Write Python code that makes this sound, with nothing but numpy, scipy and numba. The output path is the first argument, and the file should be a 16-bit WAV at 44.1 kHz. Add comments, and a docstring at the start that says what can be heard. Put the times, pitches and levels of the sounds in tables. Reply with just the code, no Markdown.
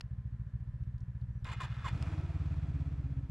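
"""A snowmobile's twin engine is started: its starter grinds through three compressions, then it catches,
flares and settles while its clatter dies down. A second sled idles ahead, its exhaust fainter after the start.
Each engine is uneven pairs of exhaust puffs sent through pipe filters, plus noise that swells with the firings.
The starter is gritty noise chopped by gear teeth, with a sagging howl. Clicks, pinion blows and glove ticks
are short noise bursts; a low rumble, a thin whine, a faint pump and an airbox drone are filtered noise."""
import sys
import numpy as np
from scipy import signal
from scipy.fft import rfft, irfft
from scipy.io import wavfile
from scipy.ndimage import uniform_filter1d
from numba import njit

SR = 44100
rng = np.random.default_rng(int(sys.argv[2]) if len(sys.argv) > 2 else 0)


def unload_wav(signal):
    """Save mono or channel-first audio to the path in sys.argv[1] as 16-bit WAV at rate SR, clipped to [-1, 1]."""
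    wavfile.write(
        sys.argv[1],
        SR,
        np.round(np.clip(np.atleast_2d(signal).T, -1, 1) * 32767).astype(np.int16),
    )


N = 145530
T = np.arange(N) / SR  # time in seconds


def undb(db):
    """Turn decibels into a plain multiplier."""
    return 10 ** (np.asarray(db) / 20)


def curve(table, axis=1):
    """Join one column of a table by straight lines in time."""
    rows = np.array(table)
    return np.interp(T, rows[:, 0], rows[:, axis])


def unit(x):
    """Scale a sound to an rms level of 1."""
    return x / np.sqrt(np.mean(x ** 2))


def noise():
    """Plain white noise."""
    return rng.standard_normal(N)


def steady(hz):
    """A pitch that stays the same throughout."""
    return np.full(N, 1. * hz)


def colour(x, table):
    """Shape a sound by a spectrum of (pitch_hz, level_db) points."""
    rows = np.array(table)
    hz = np.fft.rfftfreq(N, 1 / SR) + 1
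    gain_db = np.interp(np.log(hz), np.log(rows[:, 0]), rows[:, 1])
    return irfft(rfft(x) * undb(gain_db), N)


@njit
def svf(x, hz, width):
    """Let through a band around a moving centre pitch, with gain 1 at the centre."""
    y, band, low = np.empty(len(x)), 0., 0.
    for i in range(len(x)):
        g, k = np.tan(np.pi * hz[i] / SR), width / hz[i]
        v = (band + g * (x[i] - low)) / (1 + g * (g + k))
        band, low, y[i] = 2 * v - band, low + 2 * g * v, k * v
    return y


def rings(x, table):
    """Add up fixed resonances, each at its own rms level."""
    return sum(undb(db) * unit(svf(x, steady(hz), 1. * width)) for hz, width, db in table)


def grit(spread_db):
    """Noise of dense small impacts of uneven size."""
    size = np.minimum(rng.exponential(size=N), 6.0)
    return unit(noise() * undb(spread_db * size))


# How wide each pitch sounds; columns: pitch_hz, side_minus_mid_db
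SIDE_SPECTRUM = [(110, -57.5), (200, -35), (370, -24.5), (670, -18.5), (1230, -19), (2260, -12.5),
                 (4140, -11.5), (7580, -14.5), (13900, -11)]


def wide(make, extra_db=0.):
    """Build left and right from a middle sound and an unrelated side sound."""
    mid = make()
    side = colour(make(), SIDE_SPECTRUM) * undb(extra_db)
    return np.array([mid + side, mid - side])


def cycle(speed):
    """Count engine cycles turned since the first firing."""
    turns = np.cumsum(curve(speed)) / SR
    return turns - turns[int(speed[0][0] * SR)]


SECOND_CYLINDER = .233  # share of the cycle by which it follows the first
ECHO_S, ECHO_DB = .033, -16.5  # from the snow bank
SILENCER_HZ, SILENCER_Q = 219, 5.5  # side chamber that cancels this pitch


def exhaust_puff(pipe, header):
    """A gas pulse through muffler and tailpipe, with header rings, a silencer notch and a faint echo."""
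    muffler_hz, tailpipe_hz, tailpipe_order = pipe
    muffler = signal.butter(6, muffler_hz, fs=SR, output="sos")
    tailpipe = signal.butter(tailpipe_order, tailpipe_hz, "high", fs=SR, output="sos")
    puff = signal.sosfilt(np.r_[muffler, tailpipe], signal.unit_impulse(SR // 10))
    puff = puff / -puff.min()
    t = np.arange(len(puff)) / SR
    for hz, width, db in header:
        swell = np.pi * width * t * np.exp(1 - np.pi * width * t)  # rises to 1, then dies away
        puff = puff + undb(db) * np.sin(2 * np.pi * hz * t) * swell
    puff = signal.lfilter(*signal.iirnotch(SILENCER_HZ, SILENCER_Q, fs=SR), puff)
    deepest = puff.argmin()
    echo = np.r_[np.zeros(int(ECHO_S * SR)), puff][:len(puff)]
    return puff + undb(ECHO_DB) * echo, deepest


# Moments when a firing nearly misses; columns: time_s, change_db
WEAK_MOMENTS = [(.487, -9), (3.251, -10)]


def exhaust(turns, level, scatter_db, pipe, header):
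    """Two close puffs per engine cycle, each of slightly different strength."""
    fired = np.zeros(N)
    for lag in (0, SECOND_CYLINDER):
        at = np.flatnonzero(np.diff(np.floor(turns - lag))) + 1
        fired[at] = undb(scatter_db * noise()[at])
    fired = fired * undb(curve(level)) * (T > level[0][0] - .005)
    for s, db in WEAK_MOMENTS:
        fired = fired * undb(db * (np.abs(T - s) < .006))
    puff, deepest = exhaust_puff(pipe, header)
    return signal.fftconvolve(fired, puff)[deepest:deepest + N]  # deepest point lands on the firing


def clatter(turns, spectrum, block, block_db, beat_db, tick_db):
    """Valve gear and gas hiss, swelling with the firings; valve ticks twice a cycle."""
    beat = undb(beat_db * np.cos(2 * np.pi * (turns - .1)))
    valve_ticks = 1 + undb(tick_db) * np.exp(-((2 * turns) % 1) / 0.019)

    def make():
        """One fresh take of hiss plus ringing metal."""
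        hiss = unit(colour(grit(2.3) * beat * valve_ticks, spectrum))
        metal = unit(rings(grit(4.55) * beat, block))
        return unit(hiss + undb(block_db) * metal)
    return make


# Loudness of the low rumble; columns: time_s, level_db
RUMBLE_LEVEL = [(0, -54), (1.5, -52.5), (1.75, -45), (2.3, -53), (3.3, -51)]
RUMBLE_HZ = 35.4


def rumble():
    """Low, wide noise, strongest around one deep pitch."""
    spectrum = [(12, -20), (RUMBLE_HZ, 0), (150, -8), (230, -26), (500, -60)]
    return wide(lambda: unit(colour(noise(), spectrum)), 9.9) * undb(curve(RUMBLE_LEVEL))


# Pitch of the idling sled's whine; columns: time_s, pitch_hz
WHINE_PITCH = [(0, 1049), (1.1, 1000), (1.25, 973)]
WHINE_DB = -83.5


def whine():
    """A thin whine from the sled ahead: a very narrow band of noise."""
    return unit(svf(noise(), curve(WHINE_PITCH), 11.0)) * undb(WHINE_DB)


# Speed of the engine ahead, from a first-cylinder firing; columns: time_s, cycles_per_s
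AHEAD_TURNING = [(0.0443, 14.04), (0.45, 14.14), (0.6, 14.63), (0.8, 15.17), (0.95, 14.27), (1.1, 14.53),
                 (1.3, 14.75), (1.5, 14.06), (1.62, 14.69), (1.8, 14.29), (2.1, 13.98), (2.6, 13.87),
                 (2.9, 14.6), (3.3, 15.42)]
# Strength of its exhaust; columns: time_s, level_db
AHEAD_EXHAUST = [(0, -31.5), (1.94, -31.5), (1.98, -38), (2.2, -43), (2.7, -41.5), (3.3, -41)]
# Its muffler and tailpipe: muffler_lowpass_hz, tailpipe_highpass_hz, tailpipe_order
AHEAD_PIPE = (130, 63, 3)
# Header and airbox rings struck by each firing; columns: pitch_hz, width_hz, level_db against the puff
AHEAD_HEADER = [(188.2, 30, -25), (334, 42, -40.5)]
# Spectrum of its mechanical noise; columns: pitch_hz, level_db
AHEAD_HISS = [(140, -22.5), (230, 9.5), (309, -9.5), (509, -7.5), (683, -13), (1740, -13), (1960, -18),
              (5530, -36.5), (14300, -51.5)]
# Resonance of its block and cowling; columns: pitch_hz, width_hz, level_db
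AHEAD_BODY = [(1740, 130, 3.5)]
AHEAD_SCATTER_DB, AHEAD_NOISE_DB, AHEAD_WIDER_DB = 1.5, -67, 5.5


def sled_ahead():
    """Idling engine ahead: central exhaust puffs and steady, wider mechanical noise."""
    turns = cycle(AHEAD_TURNING)
    puffs = exhaust(turns, AHEAD_EXHAUST, AHEAD_SCATTER_DB, AHEAD_PIPE, AHEAD_HEADER)
    metal = wide(clatter(turns, AHEAD_HISS, AHEAD_BODY, -13.5, 1.3, 1.3), AHEAD_WIDER_DB)
    return puffs + metal * undb(AHEAD_NOISE_DB)


# Dry ticks of gloves on the controls; columns: start_s, level_db, pitch_hz
GLOVE_TICKS = [(0.835, -74, 3000), (0.98, -70, 4450), (1.005, -69.5, 5530), (1.213, -73, 4000)]
TICK_S = 0.0046  # fade time


def glove_ticks():
    """Short snaps of noise around one pitch, cut in sharply and fading fast."""
    out = np.zeros(N)
    for s, db, hz in GLOVE_TICKS:
        fade = (T > s) * np.exp(-np.abs(T - s) / TICK_S)
        out += undb(db) * fade * unit(svf(noise(), steady(hz), 0.31 * hz))
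    return out


def hits(events, modes, chatter_s):
    """Each blow is a short rattle of contacts that sets fixed pitches ringing."""
    out, t = np.zeros(N + 8000), np.arange(4000) / SR
    ring = sum(undb(db) * np.sin(2 * np.pi * hz * t) * 1000 ** (-t / t60) for hz, db, t60 in modes)
    for s, db in events:
        contacts = rng.standard_normal(4000) * np.exp(-t / chatter_s)
        y = signal.fftconvolve(contacts, ring)
        start = int(s * SR)
        out[start:start + len(y)] += undb(db) * y / np.abs(y).max()
    return out[:N]


# Clicks of switches and plastic; columns: start_s, peak_db
CLICK_TIMES = [(.0088, -34)]
# Ringing pitches of the plastic; columns: pitch_hz, level_db, fall_by_60_db_s
CLICK_RINGS = [(2770, 0.5, 0.011), (3360, -1, 0.0041), (4460, 11, 0.0029), (5330, -9, 0.011),
               (7560, -16, 0.0079)]


def clicks():
    """Plastic parts knock together and ring briefly."""
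    return hits(CLICK_TIMES, CLICK_RINGS, chatter_s=.0017)


# The starter pinion throws in and kicks out; columns: start_s, peak_db
PINION_TIMES = [(1.4456, -43), (2.0255, -36.5)]
# Ringing pitches of the pinion; columns: pitch_hz, level_db, fall_by_60_db_s
PINION_RINGS = [(3700, -1, .007), (4350, 2, .006), (5050, 1, .006), (7020, -8, .012), (8600, -6, .005),
                (11700, -9, .005)]


def pinion():
    """The small starter gear strikes as it moves in and out."""
    return hits(PINION_TIMES, PINION_RINGS, chatter_s=.0007)


# Three pushes against compression, each with one slip; columns: start_s, end_s, grind_start_db,
# grind_end_db, slip_s, howl_peak_s, howl_db, howl_start_hz, howl_end_hz
COMPRESSIONS = [(1.447, 1.536, -57.5, -48, 1.512, 1.5, -48, 1100, 928),
                (1.601, 1.651, -45, -48, 1.629, 1.612, -41.5, 1101, 920),
                (1.842, 1.888, -50.5, -45, 1.876, 1.866, -40, 1134, 930)]
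STRAIN_ATTACK_S, STRAIN_RELEASE_S = .004, .009
HOWL_RISE_S, HOWL_FALL_S, HOWL_REST_DB = .016, .011, -11.5
SLIP_S, SLIP_DB = .005, -6


def strain_curves():
    """Grind strength, howl strength and sagging howl pitch as the starter meets each compression."""
    load, sing, hz = 0, 0, steady(1000)
    for t0, t1, db0, db1, slip, peak, howl_db, hz0, hz1 in COMPRESSIONS:
        gate = np.clip((T - t0) / STRAIN_ATTACK_S, 0, 1) * np.exp(-np.maximum(T - t1, 0) / STRAIN_RELEASE_S)
        gate = gate * undb(SLIP_DB * np.exp(-((T - slip) / SLIP_S) ** 2))
        load = load + gate * undb(np.interp(T, [t0, t1], [db0, db1]))
        swell = np.exp(-np.maximum((peak - T) / HOWL_RISE_S, (T - peak) / HOWL_FALL_S))
        sing = sing + gate * undb(howl_db) * (swell + undb(HOWL_REST_DB))
        hz = np.where(T > t0 - .01, np.interp(T, [t0, t1], [hz0, hz1]), hz)
    return load, sing, hz


# Whirr of the spinning starter; columns: time_s, level_db
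STARTER_SPIN = [(1.446, -56.5), (1.7, -57.5), (1.8, -54.5), (1.93, -55.5)]
# Spectrum of the starter's grinding; columns: pitch_hz, level_db
STARTER_GRIND = [(300, -12), (818, -9), (977, -5), (1780, -5.5), (2270, -13), (2500, -12), (5980, -26),
                 (7380, -23.5), (14300, -39.5)]
# Resonances of its housing; columns: pitch_hz, width_hz, level_db
STARTER_HOUSING = [(1330, 47, -4), (1644, 33, -9), (1817, 57, -8.5), (2100, 55, -6), (2454, 93, -5),
                   (2865, 30, -10.5), (3434, 55, -9.5)]
# Squeal heard only while it strains; columns: pitch_hz, width_hz, level_db against the grind
STRAIN_SQUEAL = [(7270, 73, -19)]
TEETH_HZ, TEETH_DEPTH = 170, .45
HOWL_WIDTH_HZ = 45.  # of each of two passes
SPIN_HZ = 5500  # the free-spinning starter is duller than the strained one


def starter():
    """Gear teeth rasp in the housing, hardest against compression, where the ring gear howls."""
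    wander = unit(uniform_filter1d(noise(), size=2000))  # keeps the teeth from being too regular
    teeth = 1 + TEETH_DEPTH * np.sin(2 * np.pi * TEETH_HZ * T + 5.8 * wander)
    rasp = unit(colour(grit(2.2) * teeth, STARTER_GRIND))
    housing = unit(rings(grit(3.56) * teeth, STARTER_HOUSING))
    grind = rasp + undb(-2.0) * housing
    squeal = rings(grit(2.5) * teeth, STRAIN_SQUEAL)

    load, sing, hz = strain_curves()
    howl = svf(svf(grit(0.69), hz, HOWL_WIDTH_HZ), hz, HOWL_WIDTH_HZ)
    howl = howl / np.sqrt(uniform_filter1d(howl ** 2, size=900))  # even out its loudness

    whirr = signal.sosfilt(signal.butter(2, SPIN_HZ, fs=SR, output="sos"), grind)
    spin = undb(curve(STARTER_SPIN)) * (T > STARTER_SPIN[0][0]) * (T < STARTER_SPIN[-1][0])
    return (unit(grind) + squeal) * load + unit(whirr) * spin + howl * sing


PUMP_S, PUMP_HZ, PUMP_DB = 1.3, 5900, -108


def fuel_pump():
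    """The fuel pump primes until the starter spins: a faint, narrow band of noise."""
    running = (T > PUMP_S) * (T < STARTER_SPIN[0][0])
    return unit(svf(noise(), steady(PUMP_HZ), 60.) * running) * undb(PUMP_DB)


# Drone of the rider's airbox; columns: time_s, level_db, pitch_hz
AIRBOX_DRONE = [(1.9, -58, 247), (1.98, -53.5, 268), (2.13, -54, 306), (2.5, -58.5, 282.5), (3.0, -58, 281),
                (3.3, -62.5, 265)]
DRONE_WIDTH_HZ = 55.4


def airbox_drone():
    """Noisy intake air blows the airbox at a moving pitch."""
    hz = curve(AIRBOX_DRONE, axis=2)
    air = svf(svf(noise(), hz, DRONE_WIDTH_HZ), hz, 5.7 * DRONE_WIDTH_HZ)
    return unit(air) * undb(curve(AIRBOX_DRONE)) * (T > AIRBOX_DRONE[0][0])


# Speed of the rider's engine, from a first-cylinder firing; columns: time_s, cycles_per_s
OWN_TURNING = [(1.9315, 9.49), (2.02, 15.51), (2.08, 19.17), (2.16, 17.96), (2.25, 17.84), (2.45, 18.11),
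               (2.6, 17.36), (2.8, 16.87), (2.9, 17.16), (3.02, 15.85), (3.3, 15.89)]
# Strength of its exhaust; columns: time_s, level_db
OWN_EXHAUST = [(1.93, -35), (1.955, -26.5), (2.03, -29), (2.201, -28), (2.7, -28), (3.3, -29.5)]
# Its muffler and tailpipe: muffler_lowpass_hz, tailpipe_highpass_hz, tailpipe_order
OWN_PIPE = (152, 57, 5)
# Header and airbox rings struck by each firing; columns: pitch_hz, width_hz, level_db against the puff
OWN_HEADER = [(163.4, 75, -12.5), (273.9, 17, -29.5)]
# Spectrum of its mechanical noise; columns: pitch_hz, level_db
OWN_HISS = [(250, -25), (430, -4.5), (688, -5.5), (857, -3), (1290, -4.5), (2390, -10), (3070, -16),
            (7620, -28), (14300, -45.5)]
# Resonances of its block and cowling; columns: pitch_hz, width_hz, level_db
OWN_BODY = [(674, 52, 2.5), (946, 10, -7.5), (1299, 22, -2.5), (2440, 110, -5.5), (3316, 82, -11.5),
            (7230, 14, -22)]
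# Loudness of its clatter; columns: time_s, level_db
OWN_CLATTER_LEVEL = [(1.9, -83), (1.93, -55.5), (2.05, -53), (2.17, -55.5), (2.25, -58), (2.45, -59.5),
                     (2.8, -62.5), (3.3, -70.5)]
OWN_SCATTER_DB = 1.0


def own_engine():
    """The rider's engine catches, flares and settles: exhaust puffs with fading metal clatter."""
    turns = cycle(OWN_TURNING)
    puffs = exhaust(turns, OWN_EXHAUST, OWN_SCATTER_DB, OWN_PIPE, OWN_HEADER)
    metal = wide(clatter(turns, OWN_HISS, OWN_BODY, -3.5, 1.3, 5.2))
    return puffs + metal * undb(curve(OWN_CLATTER_LEVEL)) * (T > OWN_CLATTER_LEVEL[0][0])


def scene():
    """Add all sources, from the background to the rider's engine."""
    background = rumble() + whine() + sled_ahead()
    small = glove_ticks() + clicks() + pinion() + fuel_pump()
    return background + small + wide(starter) + airbox_drone() + own_engine()


# Unequal tone of the two microphone ports; columns: pitch_hz, left_minus_right_db
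PORT_TONE = [(170, 0), (400, -1.0), (1200, -.6), (2500, 0), (7500, 1.7), (13000, -1)]
LEFT_LAG = 0.4  # share of a sample by which the left port hears later
TREBLE_HZ, TOP_HZ = 9850, 14500


def record(dry):
    """Two slightly unequal microphone ports, then a dulled treble and a steep cut at the top."""
    rows = np.array(PORT_TONE)
    left = colour(dry[0], rows * [1, .5])
    right = colour(dry[1], rows * [1, -.5])
    left = signal.lfilter([1 - LEFT_LAG, 1 + LEFT_LAG], [1 + LEFT_LAG, 1 - LEFT_LAG], left)
    dull = signal.sosfilt(signal.butter(2, TREBLE_HZ, fs=SR, output="sos"), np.array([left, right]))
    return signal.sosfilt(signal.ellip(8, .2, 70, TOP_HZ, fs=SR, output="sos"), dull)


dry = scene()
out = record(dry)
unload_wav(out)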